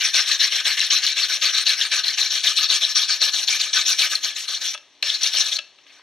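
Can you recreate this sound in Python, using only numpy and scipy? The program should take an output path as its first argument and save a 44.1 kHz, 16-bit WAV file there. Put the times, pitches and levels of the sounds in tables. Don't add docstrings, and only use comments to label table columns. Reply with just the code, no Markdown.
import sys
import numpy as np
from scipy import signal
from scipy.fft import rfft, irfft
from scipy.io import wavfile
from scipy.ndimage import uniform_filter1d, minimum_filter1d

SR = 44100
rng = np.random.default_rng(int(sys.argv[2]) if len(sys.argv) > 2 else 0)


def to_wav(sig):
    pcm = np.clip(np.atleast_2d(sig), -1, 1) * 32767
    pcm = np.round(pcm).astype(np.int16)
    wavfile.write(sys.argv[1], SR, pcm.T)


N = 265780

# (frequency [Hz], density [dB per Hz])
AIR_SPECTRUM = [(30, -24), (100, -10.5), (190, -11), (300, -2), (700, -1.5), (1300, -2), (3500, 2.5),
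                (5700, -4), (7000, -13), (8500, -16), (11000, -38), (15000, -55)]
AIR_DB = -56.5
HUM_HZ, HUM_WIDTH_HZ, HUM_DB = 285.6, 7, -76.5
SHOP_T60_S, SHOP_DB = 0.36, -18

# (time [s], level [dB], crack pitch [Hz], ring against crack [dB])
TAPS = [(4.747, -24, 1220, -10.5), (4.776, -28.5, 3200, -20), (5.027, -13, 2270, -25.5),
        (5.585, -26, 3260, -26), (5.588, -16, 3300, -13.5), (5.786, -43.5, 2770, -12),
        (5.865, -43, 1970, -11), (5.994, -39, 1070, -25)]
# (frequency [Hz], level [dB], t60 [s])
TAPPED_MODES = [(601, -9.5, 0.077), (1316, -1, 0.05), (1640, -2.5, 0.061), (2680, 4, 0.076),
                (2930, 2, 0.056), (3400, 1.5, 0.062), (4630, -13, 0.05), (5600, -13, 0.17)]
# (start [s], length [s], from pitch [Hz], to pitch [Hz], level [dB])
SQUEAKS = [(0.066, 0.024, 8200, 9260, -28.5), (0.862, 0.014, 8800, 9300, -29),
           (1.606, 0.034, 8460, 9200, -29), (1.857, 0.027, 8720, 9000, -31),
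           (4.735, 0.025, 9000, 9600, -39)]
# (time [s], level [dB], twang pitch [Hz])
CATCHES = [(0.3168, -5, 3930), (0.8032, 4, 4030), (1.0647, 5.5, 4090), (1.1287, -19, 4000),
           (1.5791, -5.5, 3900), (1.692, -1, 4150), (1.8117, -7.5, 3800), (2.0808, 2, 4160),
           (2.4389, -20, 4300), (2.6998, -11, 3850), (2.849, -6.5, 4100), (3.6133, -9, 4070),
           (4.153, -5, 4260), (4.546, -14, 3460), (5.025, -4.5, 4220), (5.0424, -22, 4000),
           (5.0998, -9, 3570), (5.232, -8, 5900), (5.2716, -14, 5530), (5.5654, -13, 4340)]

# (start [s], length [s], level [dB], first bite over that level [dB])
STROKES = [(-0.004, 0.11, -18.5, -2), (0.134, .105, -16.5, 5), (0.26, 0.11, -19, -2), (0.39, 0.1, -17.5, 1),
           (0.509, 0.11, -17, -2.5), (0.647, 0.11, -18, 3), (0.759, 0.13, -19.5, 0.7),
           (0.894, 0.11, -18, 3), (1.016, 0.12, -19, 0.5), (1.158, 0.11, -18.5, 0), (1.282, 0.1, -17.5, -3),
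           (1.413, 0.1, -16.5, 1.5), (1.525, .11, -18, -1.5), (1.657, 0.096, -17.5, 1.5),
           (1.771, 0.11, -19, -3), (1.908, .114, -19, 3.5), (2.027, 0.13, -20, -0.5),
           (2.168, 0.12, -17.5, -.8), (2.292, 0.12, -18, -2.5), (2.429, 0.11, -15.5, 0),
           (2.549, 0.12, -15.5, -3), (2.69, 0.099, -15, 3), (2.805, 0.13, -20, 3.5),
           (2.947, 0.11, -17.5, 3.5), (3.077, 0.1, -17, -1), (3.206, 0.1, -17, 5), (3.327, 0.13, -19, -0.2),
           (3.47, 0.11, -16.5, 2.2), (3.587, 0.13, -22.5, 3.5), (3.722, 0.11, -14.5, -3.5),
           (3.85, 0.1, -16, -3), (3.98, 0.099, -15.5, .4), (4.099, 0.089, -22, 3), (4.229, 0.094, -23, 2.5),
           (4.35, 0.11, -25, -1.5), (4.472, 0.12, -24, -0.5), (4.6, 0.12, -22, -3.5),
           (4.725, 0.028, -27.5, 1.5)]
SWEEPS = [(5.025, 0.14, -23.5, 0.6), (5.205, .082, -18, -4.5), (5.329, 0.1, -17, 1), (5.451, 0.05, -22, .4),
          (5.509, .074, -24, 3.5)]
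RUSTLE = (5.868, 0.2, -50.5, -3)
# (rise [s], exit level [dB], rest at the turn [dB], sheet level [dB], wood level [dB])
PULL_SHAPE = (0.0146, -4, -15.5, -16, -34.5)
PUSH_SHAPE = (.011, -4, -14, -12.5, -33.5)
SWEEP_SHAPE = (.012, -0.6, -8, -16.5, -31.5)
RUSTLE_SHAPE = (.006, -8, -11, -7, -18)
LIFTED_DB = -62

# (time [s], low wires [dB], high wires [dB], sheet [dB], wood [dB])
COLOUR = [(0, 6.5, 1, 0, 1.5), (1.1, 4, -0.2, -0.8, 0.9), (2, 4.5, -0.5, -0.5, 1.7),
          (2.5, -5.5, -1.5, -2.2, -0.5), (3.3, -5.5, -0.9, 0, 1.5), (4.1, -2, 1.5, -0.3, 2.8),
          (4.7, -.6, 1.5, 0, 4), (5.1, -1, -1, 1, -0.5), (5.6, -6.5, 0, -1.3, 2.5), (6, 13, -0.5, 0, 2)]
# (frequency [Hz], nominal width [Hz], level [dB])
SHEET_MODES = [(1004, 23, -14), (1226.4, 126, -3.5), (1488, 184, 1), (1735, 83, 2), (2322, 170, 0.5)]
WOOD_MODES = [(394.6, 76, -5), (467, 120, -8.5), (584, 113, 3), (823, 510, -0.5)]
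# (frequency [Hz], density [dB per Hz])
TIP_SPECTRUM = [(700, -59), (1500, -12.5), (2200, -11), (3100, -4), (4200, 1.5), (4900, -4.5), (5600, -0.5),
                (6600, -8), (7100, -14), (8500, -18.5), (11000, -25), (13000, -30), (14000, -34.5),
                (14600, -53), (15000, -56)]
SLIP_SPREAD_DB = 1.5

# (frequency [Hz], likeness [0-1], left over right [dB], left lead [radians])
PORTS = [(130, .96, .4, 0), (300, .998, 0, 0), (1500, .993, .2, 0), (2000, .97, 1.2, 0),
         (4200, .97, 5.5, 0), (4800, .88, 7.5, .2), (5500, .95, 4.5, .9), (6600, .8, -.5, 1.2),
         (7400, .7, -1, .2), (8400, .75, -4.5, .7), (9600, .4, -8, .5), (11400, .86, -1.5, 0),
         (12700, .3, -7.5, -.5), (13400, .6, -2, -.7), (14000, .93, 0, 0)]
# (frequency [Hz], width [Hz], depth of each of two stages [dB])
NOTCHES = [(1400, 140, -11), (4900, 380, -15), (7430, 560, -16.5), (9820, 720, -19.5)]
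LIMIT, CUTOFF_HZ = 0.8, 14950


def from_db(db):
    return 10 ** (np.asarray(db) / 20)


def rms_one(x):
    return x / np.sqrt(np.mean(x ** 2) + 1e-20)


def over_hz(points):
    hz, *columns = np.transpose(points)
    grid = np.log(np.maximum(np.arange(N // 2 + 1) * SR / N, 1))
    return [np.interp(grid, np.log(hz), column) for column in columns]


def coloured(x, points):
    gain_db = over_hz(points)[0]
    return rms_one(irfft(rfft(x) * from_db(gain_db), N))


def drift(rate_hz):
    pole = np.exp(-2 * np.pi * rate_hz / SR)
    noise = rng.standard_normal(N + SR)
    settled = signal.lfilter([1], [1, -2 * pole, pole * pole], noise)[SR:]
    return rms_one(settled)


def resonate(x, hz, width_hz):
    r = np.exp(-np.pi * width_hz / SR)
    feedback = [1, -2 * r * np.cos(2 * np.pi * hz / SR), r * r]
    return signal.lfilter([(1 - r * r) / 2, 0, (r * r - 1) / 2], feedback, x)


def resonate_twice(x, hz, width_hz):
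    return resonate(resonate(x, hz, width_hz), hz, width_hz)


def hum(noise):
    return from_db(HUM_DB) * rms_one(resonate_twice(noise, HUM_HZ, HUM_WIDTH_HZ))


def air():
    white = rng.standard_normal((2, N))
    return from_db(AIR_DB) * coloured(white, AIR_SPECTRUM) + hum(white)


def shop(x):
    t = np.arange(SR) / SR
    tail = rng.standard_normal((2, SR)) * from_db(-60 * t / SHOP_T60_S) * (t > 0.008)
    tail = signal.lfilter([0.5], [1, -0.5], tail)
    tail = tail / np.sqrt(np.sum(tail ** 2, axis=1, keepdims=True))
    return from_db(SHOP_DB) * signal.fftconvolve(x, tail, axes=1)[:, :N]


def taps():
    out = np.zeros(N)
    strengths_db = rng.normal(0, 1, (len(TAPS), len(TAPPED_MODES)))
    t = np.arange(SR // 4) / SR
    soft = 1 - np.exp(-t / 0.00053)
    for (start, db, crack_hz, ring_db), strength_db in zip(TAPS, strengths_db):
        rings = 0
        for (hz, mode_db, t60), own_db in zip(TAPPED_MODES, strength_db):
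            decay = from_db(mode_db + own_db + ring_db - 60 * t / t60)
            beat = 1 + 0.58 * np.sin(2 * np.pi * 0.044 * hz * t)
            rings = rings + decay * np.sin(2 * np.pi * hz * t) * beat
        noise = rng.standard_normal(len(t))
        crack = resonate(resonate(noise, crack_hz, 0.67 * crack_hz), crack_hz, 0.77 * crack_hz)
        crack = rms_one(crack) * np.exp(-t / 0.0032)
        at = round(start * SR)
        out[at:at + len(t)] += (from_db(db) * soft * (rings + crack))[:N - at]
    return out


def squeaks():
    out = np.zeros(N)
    for start, length, low_hz, high_hz, db in SQUEAKS:
        t = np.arange(round(length * SR)) / SR
        jitter_hz = rng.normal(0, 700, len(t))
        pitch_hz = low_hz + (high_hz - low_hz) * t / length + jitter_hz
        phase = 2 * np.pi * np.cumsum(pitch_hz) / SR
        at = round(start * SR)
        out[at:at + len(t)] = from_db(db) * np.sin(np.pi * t / length) * np.sin(phase)
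    return out


def catches(swell_s=0.00064, die_s=0.0034):
    t = np.arange(SR // 20) / SR
    out = np.zeros((2, N))
    envelope = (1 - np.exp(-t / swell_s)) * np.exp(-t / die_s)
    for start, db, hz in CATCHES:
        noise = rng.standard_normal((2, len(t)))
        swarm = rms_one(resonate(resonate(noise, hz, 0.051 * hz), hz, 2.0 * hz))
        at = round(start * SR)
        out[:, at:at + len(t)] += from_db(db) * envelope * swarm
    return out


def colour():
    times, *columns = np.transpose(COLOUR)
    return [np.interp(np.arange(N) / SR, times, column) for column in columns]


def stroke_levels(fall_s=0.01):
    start, length, level, bite = np.transpose(STROKES + SWEEPS + [RUSTLE])
    shapes = [(PULL_SHAPE, PUSH_SHAPE)[k % 2] for k in range(len(STROKES))]
    shapes += [SWEEP_SHAPE] * len(SWEEPS) + [RUSTLE_SHAPE]
    rise_s, leave, rest, sheet, wood = np.transpose(shapes)

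    lifts = np.diff(start, append=0) - length > 0.1
    turn = np.where(lifts, LIFTED_DB, level + rest)
    before = np.r_[turn[0], turn[:-1]]
    landing = np.r_[False, lifts[:-1]]
    rise = np.where(landing, 0.001, rise_s)

    middle = start + length / 2
    times = np.c_[start - rise / 4, start + rise, middle, start + 0.88 * length, start + length + fall_s].ravel()
    levels = np.c_[before, level + bite, level, level + leave, turn].ravel()
    t = np.arange(N) / SR
    tips_db = np.interp(t, np.maximum.accumulate(times), levels)
    _, _, sheet_colour, wood_colour = colour()
    sheet_db = sheet_colour + np.interp(t, middle, sheet)
    wood_db = wood_colour + np.interp(t, middle, wood)
    return tips_db, sheet_db, wood_db


def slips():
    size = np.minimum(rng.exponential(1, (2, N)), 4)
    return rms_one(from_db(SLIP_SPREAD_DB * size) * rng.choice([-1, 1], (2, N)))


def body(x, modes, wander_db):
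    total = 0
    for k, (hz, width_hz, db) in enumerate(modes):
        strength = from_db(db + wander_db * drift(17.0))
        total = total + (-1) ** k * strength * resonate_twice(x, hz, 1.38 * width_hz)
    return rms_one(total)


def wood_back(push, tips_db, wood_db):
    smooth_db = signal.lfilter([0.002], [1, -0.998], tips_db)
    flip = 1 + 65 * np.maximum(np.diff(smooth_db, prepend=-25), 0)
    drive = signal.lfilter([0.003], [1, -0.997], push * flip)
    return drive * from_db(wood_db) * body(slips(), WOOD_MODES, wander_db=2.5)


def steel_sheet(push, sheet_db):
    drive = signal.lfilter([0.004], [1, -0.996], push)
    return drive * from_db(sheet_db + 2.3 * drift(32)) * body(slips(), SHEET_MODES, wander_db=4.5)


def wires(push_db, patchy_db, sharpness=8.44, count=30):
    softer_db = uniform_filter1d(push_db, size=1500) - push_db
    low_db, high_db, _, _ = colour()
    swarm = slips()
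    dealt = rng.integers(0, count, (2, N))
    out, neighbour = 0, drift(20)
    for k, hz in enumerate(np.geomspace(1000, 15000, count)):
        own = drift(19.6)
        tone_db = low_db * np.clip(np.log2(3600 / hz), 0, 1)
        tone_db = tone_db + high_db * np.clip(2 * np.log2(hz / 4300), 0, 1)
        tone_db = tone_db + 0.84 * softer_db * np.clip(np.log2(hz / 5500), 0, 1)
        fits_db = patchy_db * (own + 0.47 * neighbour)
        group = resonate_twice(swarm * (dealt == k), hz, hz / sharpness)
        out = out + from_db(tone_db + fits_db) * group
        neighbour = own
    return coloured(out, TIP_SPECTRUM)


def brush():
    tips_db, sheet_db, wood_db = stroke_levels()
    push_db = tips_db + 1.17 * drift(43) + 0.51 * drift(180)
    push = from_db(push_db)
    bodies = wood_back(push, tips_db, wood_db) + steel_sheet(push, sheet_db)
    return bodies + squeaks() + catches() + push * wires(push_db, patchy_db=3.0)


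def scene():
    highpass = signal.butter(4, 330, "high", fs=SR, output="sos")
    work = signal.sosfilt(highpass, brush() + taps())
    common, apart = rfft(air() + shop(work) + work)
    alike = np.clip(over_hz(PORTS)[0], 0, 1)
    shared = np.sqrt((1 + alike) / 2) * common
    differing = np.sqrt((1 - alike) / 2) * apart * [[1], [-1]]
    return irfft(shared + differing, N)


def ports(x):
    _, tilt_db, lead = over_hz(PORTS)
    side = np.array([[0.5], [-0.5]])
    return irfft(rfft(x) * from_db(side * tilt_db) * np.exp(1j * side * lead), N)


def limiter(x, size=401):
    allowed = np.minimum(1, LIMIT / (np.max(np.abs(x), axis=0) + 1e-9))
    held = minimum_filter1d(allowed, size=size)
    gain = uniform_filter1d(uniform_filter1d(held, size=size // 2), size=size // 2)
    return x * gain


def notch(x, hz, width_hz, depth_db):
    w, pole = 2 * np.pi * hz / SR, np.pi * width_hz / SR
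    zero = pole * from_db(depth_db)
    middle = -2 * np.cos(w)
    stage = np.array([1 + zero, middle, 1 - zero, 1 + pole, middle, 1 - pole]) / (1 + pole)
    return signal.sosfilt([stage, stage], x)


def record(dry):
    out = limiter(ports(dry))
    for hz, width_hz, depth_db in NOTCHES:
        out = notch(out, hz, width_hz, depth_db)
    return signal.sosfilt(signal.ellip(14, 0.5, 75, CUTOFF_HZ, fs=SR, output="sos"), out)


dry = scene()
out = record(dry)
to_wav(out)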